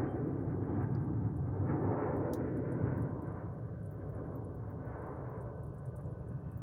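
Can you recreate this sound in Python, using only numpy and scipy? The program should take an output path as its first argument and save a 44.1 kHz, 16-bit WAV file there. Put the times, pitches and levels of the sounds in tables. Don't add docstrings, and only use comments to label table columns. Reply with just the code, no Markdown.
import sys
import numpy as np
from scipy import signal
from scipy.fft import rfft, irfft
from scipy.io import wavfile
from scipy.ndimage import uniform_filter1d

SR = 44100
rng = np.random.default_rng(int(sys.argv[2]) if len(sys.argv) > 2 else 0)


def inscribe(sig):
    pcm = np.round(np.clip(np.atleast_2d(sig).T, -1, 1) * 32767)
    wavfile.write(sys.argv[1], SR, pcm.astype(np.int16))


N = 291941

TIME = np.arange(N) / SR
FREQS = np.maximum(np.arange(N // 2 + 1) * SR / N, 1)


def strike(level_db):
    # t/s, level/dB before level_db is added
    crack_and_contacts = [(2.3355, -32), (2.338, -42), (2.3397, -43)]
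    # f/Hz, level/dB
    strike_colour = [(1500, -30), (2800, -24), (3300, 0), (4600, 0), (6100, 4), (8000, -6), (10200, 1),
                     (11700, 0), (13400, -6), (15000, 4), (16600, -3)]
    # f/Hz, width/Hz, level/dB
    steel_modes = [(9950, 70, -33), (10500, 120, -31), (14900, 80, -26), (15300, 120, -26)]
    sparks_db, sparks_s = -61, .011
    s, db = np.transpose(crack_and_contacts)
    force = contacts(s, db + level_db, grit_db=-11, grit_s=.0005)
    sparks = contacts(s[:1], [sparks_db], grit_db=5, grit_s=sparks_s)
    ring = 0
    for hz, width_hz, mode_db in steel_modes:
        ring = ring + from_db(mode_db) * resonate(force, hz, width_hz)
    return colour(force + sparks, strike_colour) + ring


def ticks(delay_s):
    # t/s, nominal level/dB, brightness/dB
    touches = [(0.2723, -68, -14.5), (0.5589, -71.5, -15), (0.826, -65, -15), (1.044, -70.5, -17),
               (1.3646, -61, -18.5), (1.8297, -71.5, -13.5), (2.165, -62, -16), (2.5686, -55.5, -18),
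               (2.7202, -58.5, -28), (2.9753, -64, -14), (3.021, -59, -16), (3.221, -64, -15.5),
               (3.2705, -70, -23), (3.8292, -64, -17), (3.858, -61, -19), (3.9095, -62.5, -12.5),
               (3.9424, -81, -11), (4.0942, -67, -14), (4.2512, -75, -14), (4.3555, -70.5, -10.5),
               (4.5456, -67, -13), (4.7017, -69, -13), (4.8522, -70, -15), (5.0194, -68, -16),
               (5.0657, -66, -14.5), (5.2957, -78, -12), (5.4091, -65, -25), (5.4198, -65.5, -16),
               (5.6334, -58, -18), (5.6637, -64, -17), (5.7438, -66, -16), (5.7816, -63, -29),
               (5.8562, -56.5, -20), (5.9624, -52, -18), (5.9794, -65, -19), (6.0092, -65, -19),
               (6.285, -62, -18), (6.5152, -61, -16), (6.573, -62, -13)]
    # f/Hz, width/Hz, level/dB before the grip's damping
    tick_modes = [(6130, 500, -8), (7170, 300, -9), (8500, 350, -3), (9100, 400, -2), (9850, 400, 1),
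                  (10700, 500, -1), (11500, 800, -3), (13000, 1500, -7), (14500, 500, -7), (15300, 600, -3)]
    mode_level_db = -15.5
    skid_db, skid_s = -14.5, 0.0045
    neutral_db, tilt_db_per_octave, pivot_hz = -18, 7.5, 10800
    low_reach_octaves = 0.077
    grip_hz, grip_db = 8000, -6.5
    grip_scatter_db = 4
    faint_per_s, faint_db = 5, -74

    faint_times = rng.uniform(0, N / SR - delay_s, int(faint_per_s * N / SR))
    faint = [(s, faint_db, neutral_db) for s in faint_times]
    s, peak_db, bright_db = np.transpose(with_crumbs(touches, count=4) + faint)
    out = np.zeros(N)
    for k, (hz, width_hz, db) in enumerate(tick_modes):
        octaves = max(np.log2(hz / pivot_hz), -low_reach_octaves)
        tilt_db = tilt_db_per_octave * (bright_db - neutral_db) * octaves
        scatter_db = grip_scatter_db * rng.standard_normal(len(s))
        levels_db = peak_db + mode_level_db + tilt_db + scatter_db
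        force = contacts(s + delay_s, levels_db, skid_db, skid_s)
        gain = from_db(db + grip_db * (hz < grip_hz))
        out += (-1) ** k * gain * resonate(force, hz, width_hz)
    return out


def with_crumbs(touches, count):
    crumb_db, crumb_spread_db = -14, 2
    late_s, spread_s = 0.0063, 0.0076
    chance = rng.standard_normal((len(touches), count, 2))
    crumbs = []
    for (s, db, bright), draws in zip(touches, chance):
        for when, size in draws:
            crumb_s = s + late_s + spread_s * when
            crumbs.append((crumb_s, db + crumb_db + crumb_spread_db * size, bright))
    return list(touches) + [row for row in crumbs if 0 < row[0] < TIME[-SR // 100]]


def clinks():
    # t/s, contact level/dB, f/Hz, width/Hz
    clink_events = [(0.9503, -59, 4810, 330), (3.323, -74, 9950, 169.3), (4.1494, -70, 9860, 222.3),
                    (4.4457, -66, 9860, 138.7), (6.057, -67, 7400, 230)]
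    out = 0
    for s, db, hz, width_hz in clink_events:
        out = out + resonate(contacts([s], [db], grit_db=-13.5, grit_s=0.0014), hz, width_hz)
    return out


def fidget(per_s, level_db, spread_db):
    # f/Hz, level/dB
    grit_colour = [(3000, -23.5), (6200, -9), (8000, -8), (9400, 0.5), (10700, 2), (13200, -1), (15200, 5),
                   (16300, -10)]
    rub_s = .04
    low_hz, high_hz, width_hz, ring_db = 9000, 11000, 150, -14.5
    out, age = np.zeros(N + SR), np.arange(SR // 4) / SR
    for when, size, length, pitch in rng.random((int(per_s * N / SR), 4)):
        rub_length_s = rub_s * 2 ** (2 * length - 1)
        swell = np.sin(np.pi * np.minimum(age / rub_length_s, 1)) ** 2
        grains = from_db(level_db + spread_db * size ** 2) * swell * rng.standard_normal(len(age))
        ring = resonate(grains, low_hz + pitch * (high_hz - low_hz), width_hz)
        at = int(when * N)
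        out[at:at + len(age)] += grains + from_db(ring_db) * ring
    return colour(out[:N], grit_colour)


def contacts(times, levels_db, grit_db, grit_s):
    out, age = np.zeros(N), np.arange(2048) / SR
    grains = rng.standard_normal((len(times), len(age)))
    for s, db, grain in zip(times, levels_db, grains):
        force = from_db(grit_db) * grain * np.abs(grain) * np.exp(-age / grit_s)
        force[0] = 1
        at = int(s * SR)
        out[at:at + len(age)] += from_db(db) * force[:N - at]
    return out


def surroundings(x, scatter_db, scatter_t60):
    # delay t/s, level/dB
    close_echoes = [(.00245, -15), (.0038, -11.5), (.007, -15.5), (0.0095, -21)]
    age = np.arange(SR // 4) / SR
    response = from_db(scatter_db - 60 * age / scatter_t60) * rng.standard_normal(len(age))
    response[0] = 1
    for delay_s, db in close_echoes:
        response[int(delay_s * SR)] += from_db(db)
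    return signal.fftconvolve(x, response)[:N]


def distant_rush():
    # f/Hz, level/dB
    rush_colour = [(25, -46), (38, -33), (62, -14.5), (105, 9), (150, 3.5), (210, -3), (280, -1),
                   (450, -13.5), (660, -18), (1000, -22.5), (1550, -34.5), (2000, -49.5), (2500, -59.5),
                   (2850, -55.5), (3100, -60)]
    # f/Hz, level/dB
    drone_colour = [(10, -39.5), (25, -28), (45, -8.5), (66, 1.5), (85, 3.5), (130, -18.5), (300, -71),
                    (1000, -110)]
    # t/s, level/dB
    rumble_points = [(0, -38), (0.55, -37), (1.0, -34), (1.6, -34), (2.3, -41.5), (2.7, -38), (2.93, -34),
                     (3.2, -42.5), (5.3, -45), (6.62, -42.5)]
    # t/s, level/dB
    boom_points = [(0.0, -40), (0.53, -43.5), (0.77, -36.5), (0.79, -40.5), (1.51, -47), (1.75, -36.5),
                   (2.06, -42.5), (2.16, -39.5), (2.99, -40), (3.74, -55), (4.39, -47.5), (4.63, -53),
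                   (4.96, -49), (5.9, -60.5), (6.32, -52.5), (6.62, -55.5)]
    # t/s, level/dB
    body_points = [(0, -41), (0.55, -47.5), (0.75, -46), (1.0, -50.5), (1.38, -54), (1.85, -39.5),
                   (2.3, -38), (2.5, -43), (2.8, -44), (3.15, -48.5), (3.8, -54.5), (4.25, -46.5),
                   (4.65, -54), (5.0, -48), (5.55, -50), (5.8, -55.5), (6.05, -51), (6.62, -61)]
    # t/s, roar level/dB, edge level/dB
    roar_points = [(0.0, -49.5, -57.5), (0.24, -58, -61.5), (0.57, -56.5, -62.5), (0.83, -50, -59.5),
                   (0.88, -55, -63.5), (1.44, -58, -67.5), (1.6, -52.5, -62.5), (1.731, -48.5, -57.5),
                   (2.03, -42.5, -56.5), (2.32, -49.5, -59.5), (2.53, -60.5, -58), (2.891, -51.5, -59.5),
                   (3.24, -55.5, -66), (3.359, -52.5, -63.5), (3.85, -69, -71), (4.02, -61.5, -65.5),
                   (4.35, -55.5, -68), (4.46, -60, -71.5), (4.83, -58.5, -65), (4.939, -51, -62),
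                   (5.29, -52.5, -63), (5.71, -61.5, -72), (6.62, -63.5, -69)]
    drone_db = -52
    rumble_trim_db, boom_trim_db, body_trim_db, roar_trim_db, edge_trim_db = -0.4, -1.52, -1.47, -1, -4.6
    fringe_db, fringe_at_db, fringe_follows = -61, -56, 1.61
    dulling_db_per_s = 0.3

    rumble, boom, body = in_time(rumble_points), in_time(boom_points), in_time(body_points)
    roar = in_time([(s, db) for s, db, _ in roar_points])
    edge = in_time([(s, db) for s, _, db in roar_points])
    fringe = fringe_db + fringe_follows * (edge - fringe_at_db) - dulling_db_per_s * TIME
    shimmer = flutter(depth_db=2.5, rate_hz=8.7)
    levels = [rumble + rumble_trim_db, boom + boom_trim_db, body + body_trim_db,
              roar + roar_trim_db, edge + edge_trim_db + shimmer, fringe + shimmer]
    edges_hz = [10, 205, 370, 680, 1300, 1800, 2450]
    turbulence = colour(with_echoes(rng.standard_normal(N)), rush_colour)
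    out = from_db(drone_db) * rms_one(colour(rng.standard_normal(N), drone_colour))
    for low, high, level in zip(edges_hz, edges_hz[1:], levels):
        carrier = steadied(rms_one(band(turbulence, low, high)), window_s=0.25, share=0.26)
        out += from_db(level) * carrier
    return out + whistle(roar)


def with_echoes(x):
    # t/s, lag t/s
    ground_lag = [(0.0, .00255), (1.4, .00245), (2.3, .00215), (3.6, 0.0018), (5.15, .00192), (5.8, .0018),
                  (6.62, 0.0018)]
    # delay t/s, level/dB
    trunk_echoes = [(.004, -23.5), (.0068, -14.5), (0.012, -16), (0.0138, -22.5), (0.016, -19.5),
                    (0.042, -16)]
    ground_db, ground_cut_hz = -7.5, 1400
    dull = irfft(rfft(x) / (1 + (FREQS / ground_cut_hz) ** 2), N)
    out = x + from_db(ground_db) * np.interp(TIME - in_time(ground_lag), TIME, dull)
    for delay_s, db in trunk_echoes:
        out = out + from_db(db) * np.roll(x, int(delay_s * SR))
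    return out


def whistle(roar_db):
    start_hz, sag_hz_per_s, width_hz = 1568, 10.5, 24
    level_db, follows = -73.5, 0.37
    tone = narrow_tone(start_hz - sag_hz_per_s * TIME, width_hz)
    swell = follows * (roar_db - roar_db.mean()) + flutter(depth_db=1.5, rate_hz=5)
    return from_db(level_db + swell) * tone


def night():
    # f/Hz, level/dB
    hiss_colour = [(1760, -6), (2500, 1), (2900, 0), (3600, -2.5), (5000, -4.5), (6090, -3.5), (7940, -10),
                   (9660, -4), (13400, -12), (15000, -4), (16000, -4.5)]
    # t/s, level/dB, half length t/s (to 1/e)
    pips = [(0.103, -77, 0.03), (0.158, -91.5, 0.014), (0.628, -89.5, 0.015), (0.698, -86, 0.013),
            (0.749, -86, 0.024)]
    # t/s, level/dB
    whine_points = [(0.0, -110), (5.8, -105), (6.0, -98), (6.45, -90.5), (6.62, -86)]
    hiss_db, chirp_hz = -86.7, 3130
    chorus_db, chorus_hz, chorus_width_hz = -102, 3100, 150
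    whine_hz, whine_width_hz = 2580, 150
    under_hz, under_db = 1770, 3

    hiss = from_db(hiss_db) * rms_one(colour(rng.standard_normal(N), hiss_colour))
    chirping = sum(from_db(db) * np.exp(-((TIME - s) / half_s) ** 2) for s, db, half_s in pips)
    tones = narrow_tone(whine_hz, whine_width_hz)
    tones = tones + from_db(under_db) * narrow_tone(under_hz, whine_width_hz)
    whine = from_db(in_time(whine_points) + flutter(depth_db=2.5, rate_hz=13)) * tones
    pulsing = from_db(chorus_db + flutter(depth_db=3.5, rate_hz=12))
    chorus = pulsing * narrow_tone(chorus_hz, chorus_width_hz)
    return hiss + chorus + chirping * rms_one(np.sin(2 * np.pi * chirp_hz * TIME)) + whine


def narrow_tone(hz, width_hz):
    phase = 2 * np.pi * np.cumsum(hz * np.ones(N)) / SR
    tone = flutter(0.87, width_hz / 2) * np.cos(phase) + flutter(1, width_hz / 2) * np.sin(phase)
    return steadied(rms_one(tone), window_s=0.091, share=0.12)


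def resonate(x, hz, width_hz):
    r, w = np.exp(-np.pi * width_hz / SR), 2 * np.pi * hz / SR
    return signal.lfilter([1, 0, -1], [1, -2 * r * np.cos(w), r * r], x + 1e-18) / 2


def flutter(depth_db, rate_hz):
    swing = irfft(rfft(rng.standard_normal(N)) / (1 + (FREQS / rate_hz) ** 2), N)
    return depth_db * rms_one(swing - swing.mean())


def steadied(x, window_s, share):
    power = uniform_filter1d(x ** 2, max(int(window_s * SR), 8), mode="reflect")
    return rms_one(x / np.maximum(power, 1e-12) ** (np.clip(share, 0, 1) / 2))


def colour(x, points):
    hz, db = np.transpose(points)
    return irfft(rfft(x) * from_db(np.interp(np.log(FREQS), np.log(hz), db)), N)


def band(x, low, high):
    return irfft(rfft(x) / ((1 + (low / FREQS) ** 12) * (1 + (FREQS / high) ** 12)), N)


def in_time(curve):
    return np.interp(TIME, *np.transpose(curve))


def from_db(db):
    return 10 ** (np.asarray(db) / 20)


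def rms_one(x):
    return x / np.sqrt(np.mean(x ** 2) + 1e-30)


def scene():
    blow = strike(level_db=4.5)
    rubbing = fidget(per_s=34, level_db=-100.5, spread_db=10.5)
    hands = blow + clinks() + ticks(delay_s=0.00061) + rubbing
    near = surroundings(hands, scatter_db=-36, scatter_t60=.1)
    return (near + distant_rush() + night())[None]


def record(dry):
    cutoff_hz = 15900
    return signal.sosfiltfilt(signal.ellip(10, .05, 70, cutoff_hz, fs=SR, output="sos"), dry)


dry = scene()
out = record(dry)
inscribe(out)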